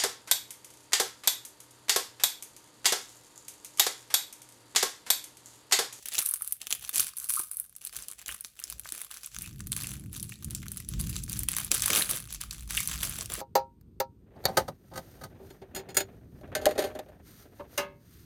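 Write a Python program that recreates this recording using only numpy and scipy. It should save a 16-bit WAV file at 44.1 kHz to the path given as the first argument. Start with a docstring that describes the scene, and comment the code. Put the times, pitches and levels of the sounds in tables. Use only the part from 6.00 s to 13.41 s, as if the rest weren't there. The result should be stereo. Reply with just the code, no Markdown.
"""Shrink-wrap crinkles as it is picked open, peeled off a deck of cards and crumpled.
Each finger stroke buckles tiny creases into a fine crackle; larger creases snap, wide folds ring briefly.
Film and cards slide with a soft hiss and a few short rasps, and the deck rubs and bumps in the hand.
It all plays close to a two-port microphone on a table in a small room; a low rumble sets in halfway."""
import sys
import numpy as np
from scipy import signal
from scipy.fft import rfft, irfft, next_fast_len
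from scipy.io import wavfile
from scipy.ndimage import uniform_filter1d, map_coordinates

SR = 44100
rng = np.random.default_rng(int(sys.argv[2]) if len(sys.argv) > 2 else 0)


def materialize(psi):
    """Save the field psi as 16-bit PCM at rate SR to the path in sys.argv[1].

    A 1-D psi becomes a single channel; in a 2-D psi each row is a channel.
    """
    bounded = np.clip(np.atleast_2d(psi).T, -1, 1)
    quanta = np.round(bounded * 32767).astype(np.int16)
    wavfile.write(sys.argv[1], SR, quanta)


N = 326781
TOP_HZ = 16700

# The four voices of the wrap. Each row: frequency in Hz, spectral density in dB.
TREBLE = [(5000, -109.5), (7600, -41), (8100, 4), (11000, 6), (12500, 2), (14000, -0.5), (15600, -2.5),
          (16100, -47), (17000, -3)]  # tiny facets of film
MIDDLE = [(1500, -56), (2500, 0), (3200, -1.5), (5000, 4.5), (7500, 8.5), (8300, 4.5), (11000, -96)]  # wider folds
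BODY = [(40, -28), (200, -9.5), (500, -9), (850, -1), (1150, -67), (1700, 2), (2300, 0), (2900, 3.5),
        (3400, 5.5), (6000, -15)]  # the sheet lying on the deck
POCKET = [(60, -27), (140, -39), (400, -38), (650, -53), (870, -11), (1020, 2.5), (1180, 6), (1400, 6.5),
          (1600, 6.5), (1820, -6.5), (2300, 2), (3100, -37), (4500, -4)]  # air cupped under the loosened wrap
# How far the wrap cups into that pocket. Each row: time in seconds, share from 0 to 1.
CUPPED = [(0.2, 0.43), (0.225, 1), (0.55, 0.86), (0.6, 0.34), (1.1, 0.92), (1.2, 1), (1.62, 0.99),
          (1.75, 0.8)]
# Stereo width. Each row: frequency in Hz, each port's own sound in dB relative to the shared sound.
WIDTH = [(300, -12), (1400, -11), (2400, -1), (5000, 5), (7500, 2), (9500, -9)]


def amp(db):
    """Decibels to gain."""
    return 10 ** (np.asarray(db) / 20)


def unit(x):
    """Scale to rms 1."""
    return x / np.sqrt(np.mean(x ** 2) + 1e-20)


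def along(points, hz):
    """Read (Hz, value) points on a log frequency axis."""
    knots_hz, values = np.transpose(points)
    return np.interp(np.log(hz + 1), np.log(knots_hz + 1), values)


def curves(rows, times):
    """Read each column after the time column at the given times."""
    knots_s, *columns = np.transpose(rows)
    return [np.interp(times, knots_s, column) for column in columns]


def filtered(x, response):
    """Shape x with a frequency response."""
    size = next_fast_len(N + 8192)
    return irfft(rfft(x, size) * response(np.fft.rfftfreq(size, 1 / SR)), size)[..., :N]


def noise(spectrum, width_db):
    """Coloured stereo noise of rms 1: a shared part plus each port's own."""
    pair = rng.standard_normal(N) + amp(width_db) * rng.standard_normal((2, N))
    return unit(filtered(pair, lambda hz: amp(along(spectrum, hz))))


def wobble(times, rate_hz):
    """A smooth random curve read at the given times."""
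    return map_coordinates(rng.standard_normal(int(N * rate_hz / SR) + 4), [times * rate_hz])


def swells(rows, attack_s, sag_db_per_s, release_db_per_s):
    """A coarse clock and the power of each (start, hold, dB) gesture: rise, sagging hold, release."""
    t = np.arange(0, N, 64) / SR
    start, hold, db = np.transpose(rows)[:3, :, None]
    rise = np.clip((t - start) / attack_s + 1, 0, 1) ** 2
    sag_db = sag_db_per_s * (np.clip(t - start, 0, hold) - hold / 2)
    release_db = release_db_per_s * np.maximum(t - start - hold, 0)
    return t, (rise * amp(db - sag_db - release_db)) ** 2


def finger_work(times, grip_db=-61, grip_middle_db=-4, grip_body_db=-10):
    """Strokes work the film over a steady grip: treble in dB, then middle and body in dB relative to it."""
    # Pulls and squeezes. Each row: start and hold in seconds, treble in dB,
    # middle and body in dB relative to the treble.
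    strokes = [(.005, .03, -50, 0, -10.5), (.06, .03, -44, -9, -7), (.12, .055, -39, 0.5, -5.5),
               (.18, .02, -30, -26, -13), (0.216, .025, -36, -23, -18), (.26, .01, -31, -13.5, -22),
               (0.294, .075, -36, -21, -18), (0.413, .05, -38, -17, -16.5), (.49, .04, -45, -13, -19),
               (0.614, .015, -47, -7, -5.5), (0.702, .035, -37, -17, -12), (.82, .05, -43, -3.5, -7.5),
               (0.939, .075, -28, -6, -13), (1.029, .04, -40, -19, -11), (1.171, .11, -39, -13, -14.5),
               (1.298, .1, -28, -15.5, -20.5), (1.515, .11, -41, -22, -21), (1.819, .05, -45, -8, -8.5),
               (1.929, .1, -44, -4.5, -7.5), (2.078, .035, -48, -7, -9.5), (2.185, .01, -50, -1, 2),
               (2.277, .035, -37, -10, -8), (2.445, .012, -46, -9, -24), (2.578, .07, -51, -5, -3.5),
               (2.679, .04, -47, 0.5, -6), (2.848, .03, -45, -2, -7), (2.934, .09, -42, -7.5, -7),
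               (3.11, .07, -45, -5, -4.5), (3.225, .045, -48, -1.5, -10), (3.317, .04, -50, 1, -5),
               (3.391, .08, -45, -3.5, -7.5), (3.719, .01, -40, -14, -16), (3.765, .135, -41, -3.5, -8),
               (3.929, .035, -48, -8, -7), (4.125, .05, -45, -5.5, -10.5), (4.236, .03, -47, -10, -13.5),
               (4.29, .035, -52, 4, -10), (4.407, .04, -54, -4, -3), (4.509, .012, -47, -6, -4.5),
               (4.559, .02, -47, 0, -16), (4.626, .015, -56, -6, 3.5), (4.705, .03, -48, -5, -8),
               (4.775, .03, -51, 2, -7), (4.887, .07, -52, 4, 0.5), (4.996, .11, -43, -4, -7.5),
               (5.14, .035, -42, 0, -8.5), (5.289, .13, -42, -5, -6), (5.495, .04, -42, 2, -0.5),
               (5.565, .06, -38, -4.5, -4), (5.716, .055, -31, -3, -7), (5.825, .07, -34, -3, -3.5),
               (5.905, .035, -32, 1.5, -0.5), (5.954, .05, -24, -10, -8), (6.03, .03, -41, -19, -24),
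               (6.094, .065, -34, -6, -7), (6.295, .04, -47, 4.5, -2.5), (6.409, .02, -42, -7, -3.5),
               (6.514, .05, -47, -1, -3.5), (6.6, .03, -52, -4, -5.5), (6.699, .05, -36, -2.5, -4),
               (6.765, .045, -32, -2, -12), (6.82, .025, -40, -18, -14), (6.891, .045, -38, 0.5, -1),
               (6.985, .025, -41, -2.5, -4), (7.03, .025, -32, -3.5, -8), (7.08, .14, -41, -3.5, -2.5),
               (7.3, .11, -42, -2, 0.5)]
    t, power = swells(strokes, attack_s=.016, sag_db_per_s=12, release_db_per_s=200)
    treble = power.sum(0) + amp(grip_db) ** 2
    lower_grip = amp(grip_db + np.array([[grip_middle_db], [grip_body_db]])) ** 2
    lower = amp(np.transpose(strokes)[3:]) ** 2 @ power + lower_grip
    return [np.interp(times, t, 10 * np.log10(band)) for band in (treble, *(lower / treble))]


def voice_gains(times, treble_db, middle_db, body_db):
    """Gains of the four voices: where the wrap is cupped, the pocket takes over from the sheet."""
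    cupped = np.clip(curves(CUPPED, times)[0], 0, 1)
    sheet, pocket = amp(body_db) * np.sqrt([1 - cupped, cupped])
    return amp(treble_db) * np.array([np.ones(len(times)), amp(middle_db), sheet, pocket])


def pops(times, gains, ring_db, ring_t60, colour_db, size=256, bands=16):
    """Each buckling facet sends out one short pulse of its own colour, and the film rings on briefly."""
    hz, t = np.fft.rfftfreq(size, 1 / SR), np.arange(size) / SR
    voices = np.array([unit(amp(along(voice, hz))) for voice in (TREBLE, MIDDLE, BODY, POCKET)])
    # every facet has its own resonances
    knots = np.linspace(0, 1, bands)
    humps = np.array([np.interp(np.sqrt(hz / TOP_HZ), knots, row) for row in np.eye(bands)])
    colour = amp(colour_db * rng.standard_normal((len(times), bands)) @ humps)
    spectrum = gains.T @ voices * colour / np.sqrt(np.mean(colour ** 2, axis=1, keepdims=True))
    # minimum phase packs the energy into the attack
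    cepstrum = irfft(np.log(spectrum + 1e-7))[:, :size // 2] * np.r_[1, np.full(size // 2 - 1, 2)]
    polarity = np.sign(rng.standard_normal((len(times), 1)))  # creases flip either way
    pulse = np.exp(rfft(cepstrum, size)) * polarity
    # bending waves run on through the film; its wrinkles scatter the pulse differently to each port
    fade = amp(-60 * t / np.array([[ring_t60], [.004], [.004]])) * (t > 0)
    fade /= np.linalg.norm(fade, axis=1, keepdims=True)
    waves = rfft(rng.standard_normal((len(times), 3, size)) * fade)
    ring, width = amp(ring_db), amp(along(WIDTH, hz))
    paths = (1 + ring * waves[:, :1] + width * waves[:, 1:]) / np.sqrt(1 + ring ** 2 + width ** 2)
    sound = irfft(pulse[:, None] * paths)
    index = np.clip(np.round(times * SR).astype(int)[:, None] + np.arange(size), 0, N).ravel()
    return np.array([np.bincount(index, sound[:, port].ravel(), N + 1)[:N] for port in range(2)])


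def crinkle(count=3400, spread_db=8.5, crowding=.75, jerk_db=2):
    """Tiny creases give way at random: the harder the film is worked, the denser and louder they get."""
    t = np.arange(N) / SR
    effort = amp(finger_work(t)[0]) ** crowding
    chance = count * effort / effort.sum()  # creases per sample
    times = np.interp(np.arange(count) + rng.uniform(-2, 2, count), np.cumsum(chance), t)
    size = amp(spread_db * np.clip(rng.standard_normal(count), -2, 2))
    # neighbouring creases share the work of the hand
    size /= np.sqrt(uniform_filter1d(size ** 2, size=24) * np.interp(times, t, chance))
    size *= amp(jerk_db * wobble(times, rate_hz=45))  # the film gives way in jerks
    gains = size * voice_gains(times, *finger_work(times))
    return amp(-4) * pops(times, gains, ring_db=-3, ring_t60=.015, colour_db=4.5)


def slide():
    """Film gliding over card and skin hisses under the crinkle and sounds the pocket of air."""
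    t = np.arange(N) / SR
    treble, middle, body, pocket = voice_gains(t, *finger_work(t))
    fizz = amp(-9) * treble * noise(TREBLE, width_db=-5)
    hiss = amp(-7) * middle * noise(MIDDLE, width_db=4)
    sheet = amp(-3.5) * body * noise(BODY, width_db=-3)
    hollow = amp(-18.5) * pocket * noise(POCKET, width_db=-9)
    return fizz + hiss + sheet + hollow


def small_snaps(count=70, crowding=.5, above_db=6, spread_db=2.5, dull_db=-5, growth=0.8):
    """Lesser creases go at random as the film is worked: rows of time, treble, relative middle and body."""
    t = np.arange(0, N, 64) / SR
    effort_db = finger_work(t)[0]
    tally = np.cumsum(amp(effort_db) ** crowding)
    times = np.interp((np.arange(count) + rng.uniform(0, 1, count)) / count, tally / tally[-1], t)
    treble_db, middle_db, body_db = finger_work(times)
    size_db, tint_db = spread_db * np.clip(rng.standard_normal((count, 2)), -2, 2).T
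    level_db = effort_db.mean() + growth * (treble_db - effort_db.mean()) + above_db + size_db
    return np.transpose([times, level_db, middle_db + dull_db + tint_db, body_db + dull_db + tint_db])


def snaps(neighbours=3, buckle_s=.001, cluster_s=.0022, cluster_db=-8, lone_db=-7, lone_crest_db=11):
    """A crease snaps through and sets off its neighbours; the spikier the snap, the fainter they are."""
    # The loudest creases. Each row: start in seconds, peak in dB (sets the spikiness), treble in dB,
    # middle and body in dB relative to the treble.
    creases = [(0.0568, -32, -30, -11, -10.5), (0.0853, -13, -30, -7, -23), (0.1377, -20.5, -32, -12, -20),
               (0.1549, -17, -30.5, -10, -18.5), (0.1812, -12, -25.5, 6, -22), (0.1872, -11, -22, -2, -21),
               (0.1903, -9, -23, -5, -8), (0.256, -16, -27, -26, -43), (0.2591, -13, -26.5, -6.5, -38),
               (0.2616, -9, -19.5, -39, -31), (0.2889, -6, -20, -36, -48.5), (0.3108, -9, -20.5, -47, -44),
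               (0.338, -11, -20.5, -23, -16.5), (0.4209, -10, -23, -38, -23), (0.4752, -12, -24, -18, -47),
               (0.5228, -1, -17, -22, -44), (0.6157, -22, -36.5, 2, -13), (0.669, -18, -33, 2, -8),
               (0.7055, -15, -29, -6, -20), (0.7115, -17, -36, 7.5, -0.5), (0.7255, -8, -24, 3.5, -11),
               (0.8922, -17, -23.5, -20, -14.5), (0.9462, -12, -26, -19, -36), (0.958, -8, -20.5, -5, -29),
               (0.9801, -5, -21.5, -6, -15), (0.9963, 12, -16.5, -0.5, -23), (1.0034, -11, -14.5, -23, -38),
               (1.0389, -21, -37, -17, -18), (1.1682, -16, -29, -17, -47), (1.184, -17, -27, -31, -38),
               (1.1993, -19, -30, -12, -31), (1.2424, -23, -26, -12.5, -29.5),
               (1.2955, -17, -22.5, -15, -17), (1.303, -10, -24.5, -12.5, -13),
               (1.337, -14, -20.5, -18, -22), (1.3943, -5, -25, -23, -11), (1.5134, -19, -28.5, -25, -19),
               (1.5692, -12, -26, -28, -42), (1.5986, -11, -22, -31, -34), (1.763, -31, -35, -14, -43),
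               (1.8496, -22, -30.5, -11, -38), (1.871, -16, -28, -12, -29), (1.9651, -31, -27.5, -7.5, -18),
               (2.0232, -35, -37.5, -4.5, -33), (2.0835, -20, -33, 0.5, -28),
               (2.2602, -23, -39.5, 2.5, -11), (2.4079, -16, -31, -16, -28), (2.4465, -25, -35.5, 0, -9.5),
               (2.599, -31, -34.5, -10, -37), (2.6388, -19, -31, -0.5, -42), (2.6995, -18, -29.5, -10, -20),
               (2.7952, -23.5, -31.5, -16, -20), (2.9215, -15, -26.5, -12, -15.5),
               (3.0154, -11, -26, -22, -15.5), (3.2602, -21, -29, -18, -36), (3.386, -21, -32, -10, -17),
               (3.4198, -15, -28, -27, -29), (3.6049, -9, -36, -5, -8), (3.6701, -11, -30.5, -15, -19),
               (3.7187, -25, -25, -8, -20), (3.7281, -15, -32.5, 0.5, -6),
               (3.7644, -13, -26.5, -2.5, -11.5), (3.8339, -21, -28, -21, -21),
               (3.9067, -23, -33, -13, -22), (3.9333, -27, -42, -9, -10), (4.1294, -27, -38, -23, -9),
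               (4.1648, -22, -31.5, -15, -35), (4.1976, -27, -34, -6, -25), (4.2275, -21, -27, -9.5, -41),
               (4.293, -25, -40, -13, -16), (4.32, -23, -40, -6, -17), (4.4448, -20, -30.5, -9.5, -42),
               (4.5067, -25, -33.5, -7.5, -30), (4.5487, -15, -29, 0, -46), (4.6824, -20, -34.5, -3.5, -31),
               (4.717, -14, -27.5, -22, -29), (4.771, -18, -29.5, -19, -20), (4.776, -17, -37, 1, -18),
               (4.8013, -22, -33, -15, -19), (4.8878, -12, -27.5, -14, -37), (4.9976, -26, -32, -8, -13.5),
               (5.0106, -8, -25, -11, -32), (5.095, -27, -29.5, -11, -27), (5.1643, -19, -38, 11, -10),
               (5.2363, -18, -31.5, -10, -50), (5.2958, 5, -28, -7.5, -25), (5.3198, -11, -30, -17, -18),
               (5.3292, -16, -27, -5.5, -37), (5.3905, -24, -24.5, -12.5, -32),
               (5.4333, -19, -27.5, -17, -14.5), (5.4865, -7, -20, -10, -16.5),
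               (5.516, -16, -25.5, -20, -18), (5.5662, -15, -26.5, -19, -6.5),
               (5.5837, -14, -24.5, -11, -3.5), (5.602, -20, -34, -14, -3), (5.6258, -17, -40, -17, -19),
               (5.6463, -16, -27, -14, -35), (5.7152, -3, -17.5, 3, -12), (5.7428, -15, -23.5, -12, -15),
               (5.8207, -9, -22, 1, -16), (5.859, -6, -17, -13, -23), (5.8796, -15, -26, -16, -1.5),
               (5.9018, -23, -30.5, -2, 6.5), (5.931, -11, -28, 0, -13), (5.95, -7, -21, -7, -8),
               (5.9699, -7, -22, -15, -12), (5.9944, -10, -23, -4, -20), (6.021, -11, -40, -30, -22),
               (6.097, -10, -24.5, -29, -29), (6.1024, -10, -23, -24, -32), (6.11, -13, -20.5, -10, -15),
               (6.2006, -21, -34, -25, -16), (6.3256, -21, -31.5, -4, -25), (6.3378, -19, -35, -16, -36),
               (6.4129, -19, -28.5, -2.5, -29), (6.5091, -15, -39, 8.5, -8), (6.707, -16, -33, -13, 1),
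               (6.7694, -12, -22, -17, -18), (6.8035, -9, -25, -11, -8), (6.874, -11, -20.5, -14, -27),
               (7.0312, -11, -22, -17, -9), (7.0949, -11, -26.5, -30, -35), (7.2091, -24, -36.5, 4.5, -1.5),
               (7.258, -22, -34.5, -1, -28), (7.337, -13, -24, -38, -30.5)]
    loud = np.delete(creases, 1, axis=1) + [buckle_s, 0.5, -1, -1]  # time to flip, three trims in dB
    small = small_snaps()
    starts, treble_db, middle_db, body_db = np.vstack([loud, small]).T
    crest_db = np.transpose(creases)[1] - np.transpose(creases)[2]
    alone = np.r_[np.clip(crest_db / lone_crest_db, 0, 1), rng.uniform(0, 1, len(small))][:, None] ** 2
    gains = np.sqrt(.003 * SR) * voice_gains(starts, treble_db, middle_db, body_db)
    cracks = pops(starts, gains, ring_db=-7, ring_t60=.012, colour_db=2.6)
    scatter = rng.standard_normal((len(starts), 2, neighbours))
    tick_times = starts[:, None] + np.abs(cluster_s * (scatter[:, 0] + .5))
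    tick_sizes = amp(cluster_db + lone_db * alone + 3.5 * np.clip(scatter[:, 1], -2, 2))
    tick_gains = (gains[..., None] * tick_sizes).reshape(len(gains), -1)
    return cracks + pops(tick_times.ravel(), tick_gains, ring_db=-5, ring_t60=.012, colour_db=5)


def deck_rub(drag_db=-63.5, drag_growth=0.42, lifted_db=-12):
    """Fingers drag dully on the deck with each stroke, less once the wrap lifts, and rub firmly at times."""
    # The firm rubs. Each row: start in seconds, hold in seconds, level in dB.
    rubs = [(.17, 0.028, -63), (.72, .02, -65), (.93, 0.055, -55.5), (1.395, 0.0087, -60),
            (1.93, 0.18, -67.5), (2.29, 0.023, -63), (2.66, 0.16, -67), (2.92, 0.045, -61.5),
            (3.85, 0.2, -66), (5.71, 0.012, -40.5), (5.9, 0.098, -37.5), (6.09, 0.054, -47),
            (7.03, 0.036, -51), (7.19, 0.018, -48.5), (7.3, 0.017, -46.5), (7.38, 0.024, -42.5)]
    # The deck's dull tone. 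Each row: frequency in Hz, spectral density in dB.
    deck_tone = [(80, -22), (220, 1), (500, 3), (750, -3.5), (1000, -13), (2000, -16)]
    t, power = swells(rubs, attack_s=0.0066, sag_db_per_s=11, release_db_per_s=290)
    treble_db, _, body_db = finger_work(t)
    push_db = treble_db + body_db
    drag = amp(drag_db + drag_growth * (push_db - push_db.mean()) + lifted_db * curves(CUPPED, t)[0])
    envelope = np.interp(np.arange(N) / SR, t, np.sqrt(power.sum(0) + drag ** 2))
    return envelope * noise(deck_tone, width_db=-3)


def folds(t60=0.014, attack_s=0.0012, size=1536):
    """A wide fold flips and rings for a few milliseconds at a rough, unsteady pitch."""
    # Each row: start in seconds, pitch in Hz, level in dB.
    flips = [(0.182, 2940, -31), (0.41, 1160, -47), (1.002, 1300, -38), (1.398, 1180, -39.5),
             (2.29, 1820, -35.5), (2.856, 1690, -40.5), (3.602, 1448, -48.5), (3.79, 2160, -44),
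             (3.842, 2570, -37), (4.321, 2200, -40.5), (4.631, 2090, -46.5), (4.802, 2360, -48),
             (5.485, 2910, -33), (5.749, 1270, -48), (5.903, 2350, -27), (5.934, 3000, -26.5),
             (5.96, 2800, -28), (6.021, 3470, -24), (6.775, 2510, -23), (7.03, 3080, -30.5)]
    out, t = np.zeros((2, N + size)), np.arange(size) / SR
    for start, hz, db in flips:
        waver = .22 * unit(uniform_filter1d(rng.standard_normal(size), size=40))
        phase = 2 * np.pi * hz * np.cumsum(1 + waver) / SR
        port_phase = amp(along(WIDTH, hz)) * rng.standard_normal((2, 1)) / 2
        envelope = amp(db + 14.5 - 60 * t / t60) * (1 - np.exp(-t / attack_s))
        out[:, round(start * SR):][:, :size] += envelope * np.sin(phase + port_phase)
    return out[:, :N]


def deck_bumps(attack_s=0.0011):
    """The wrap gives way and the deck lands softly against the fingers."""
    # Each row: start in seconds, level in dB.
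    jolts = [(0.187, -49), (0.995, -53), (1.396, -49.5), (2.925, -55.5)]
    # Resonances of deck and palm. Each row: frequency in Hz, level in dB, time to fall 60 dB in seconds.
    modes = [(151, -1, 0.042), (239, 2, 0.037), (329, 10, 0.035)]
    out, t = np.zeros(N + SR), np.arange(SR // 8) / SR
    for start, db in jolts:
        thud = sum(amp(db + mode_db - 60 * t / t60) * np.sin(2 * np.pi * hz * rng.uniform(0.98, 0.99) * t)
                   for hz, mode_db, t60 in modes)
        out[round(start * SR):][:len(t)] += thud * (1 - np.exp(-t / attack_s))
    return out[:N]


def rasps(bandwidth=0.12):
    """Film and cards stick and slip: each rasp swells and fades in one resonance of the stretched film."""
    # Each row: start in seconds, length in seconds, pitch in Hz, level in dB.
    slips = [(1.362, 0.027, 1270, -37.5), (2.273, 0.049, 2870, -42), (3.425, 0.049, 2600, -48.5),
             (6.772, 0.056, 2204, -39)]
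    skirt = [(-4, -60), (-1, -7), (0, 0), (1, -7), (4, -60)]  # bandwidths off pitch, level in dB
    out, t = np.zeros((2, N)), np.arange(N) / SR
    for start, length, hz, db in slips:
        band = [(hz * (1 + step * bandwidth), skirt_db) for step, skirt_db in skirt]
        envelope = np.sin(np.pi * np.clip((t - start) / length, 0, 1))
        out += amp(db) * envelope * noise(band, along(WIDTH, hz))
    return out


def rumble(early_db=-73):
    """Faint room tone and a few soft thumps, then a low, uneven rumble, nearly alike at both ports."""
    # The rumble's course. Each row: time in seconds, deep level in dB, upper level in dB.
    levels = [(3.28, -70, -83), (3.39, -44, -48.5), (3.56, -59, -42.5), (4.22, -65, -41.5),
              (4.38, -68, -50), (4.48, -56, -37), (4.83, -57, -47), (4.97, -33.5, -36.5),
              (5.11, -36, -36.5), (5.19, -41, -40.5), (5.35, -46, -41), (5.37, -35.5, -36.5),
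              (5.56, -51, -47), (5.81, -56.5, -44), (6.39, -48.5, -53.5), (7.09, -41.5, -43),
              (7.35, -51, -50), (7.41, -51, -58.5)]
    # Low swells, perhaps the hands shifting. Each row: start in seconds, hold in seconds, level in dB.
    low_swells = [(.73, 0.11, -63), (1.0, 0.016, -53), (1.97, 0.029, -57), (2.3, 0.036, -59.5),
                  (2.7, 0.17, -61.5)]
    # Both rumble layers and the room tone. Each row: frequency in Hz, spectral density in dB.
    deep_tone = [(20, -43), (32, -18), (44, -4), (60, 2.5), (80, -25.5), (120, -9), (250, -59)]
    upper_tone = [(50, -1), (90, 2.5), (125, 3), (200, -0.5), (250, -10.5), (320, -12), (420, -24),
                  (700, -46), (2000, -61)]
    room_tone = [(30, 36), (150, 6), (400, 27), (900, -19), (3000, -14), (10000, 0), (15000, 31)]
    t = np.arange(N) / SR
    deep_db, upper_db = np.where(t < levels[0][0], early_db, curves(levels, t))
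    clock, power = swells(low_swells, attack_s=0.037, sag_db_per_s=9.2, release_db_per_s=370)
    thumps = np.interp(t, clock, np.sqrt(power.sum(0)))
    deep = (amp(deep_db - 1.5) + thumps) * noise(deep_tone, width_db=-13)
    upper = (amp(upper_db - 1) + amp(-7.5) * thumps) * noise(upper_tone, width_db=-11)
    return deep + upper + amp(-95) * noise(room_tone, width_db=3)


def ports(hz, left_lag_s=.000297):
    """The right port faces the film: it hears more of the middle, and the treble reaches it first."""
    # Each row: frequency in Hz, left minus right in dB.
    lean = [(300, 3.5), (800, -3.5), (2000, 1), (2900, 0.5), (4000, 0), (5300, -3.5), (7500, -2), (10000, 0)]
    lag_s = left_lag_s * np.clip((hz - 4000) / 4000, 0, 1)
    sides = np.array([[.5], [-.5]])
    return amp(sides * along(lean, hz)) * np.exp(-2j * np.pi * hz * lag_s * sides)


def room(x, near_db=-15, near_t60=0.056, tail_db=-15):
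    """Hands and table scatter the sound at once; the walls add a short diffuse tail."""
    # Each row: frequency in Hz, time to fall 60 dB in seconds.
    decay = [(200, 0.15), (2000, 0.43), (8000, 0.16), (16000, 0.17)]
    hz, frame_s, spectra = signal.stft(rng.standard_normal((2, SR // 2)), SR, nperseg=256)
    tail = signal.istft(spectra * amp(-60 * frame_s / along(decay, hz)[:, None]), SR, nperseg=256)[1]
    t = np.arange(tail.shape[1]) / SR
    tail *= t > .005
    near = rng.standard_normal(tail.shape) * amp(-60 * t / near_t60) * (t > .0015)
    answer = amp(near_db) * near / np.linalg.norm(near[0]) + amp(tail_db) * tail / np.linalg.norm(tail[0])
    return signal.fftconvolve(x, answer, axes=1)[:, :N]


def scene():
    """The film in its room, with the handling of the deck and the rumble."""
    film = filtered(snaps() + folds() + crinkle() + rasps() + slide(), ports)
    return film + room(film) + deck_rub() + deck_bumps() + rumble()


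def record(dry):
    """A steep low cut sheds the deepest bass, and nothing passes above the band limit."""
    return filtered(dry, lambda hz: (hz < TOP_HZ) * hz ** 8 / (hz ** 8 + 31 ** 8))


dry = scene()
out = record(dry)
materialize(out)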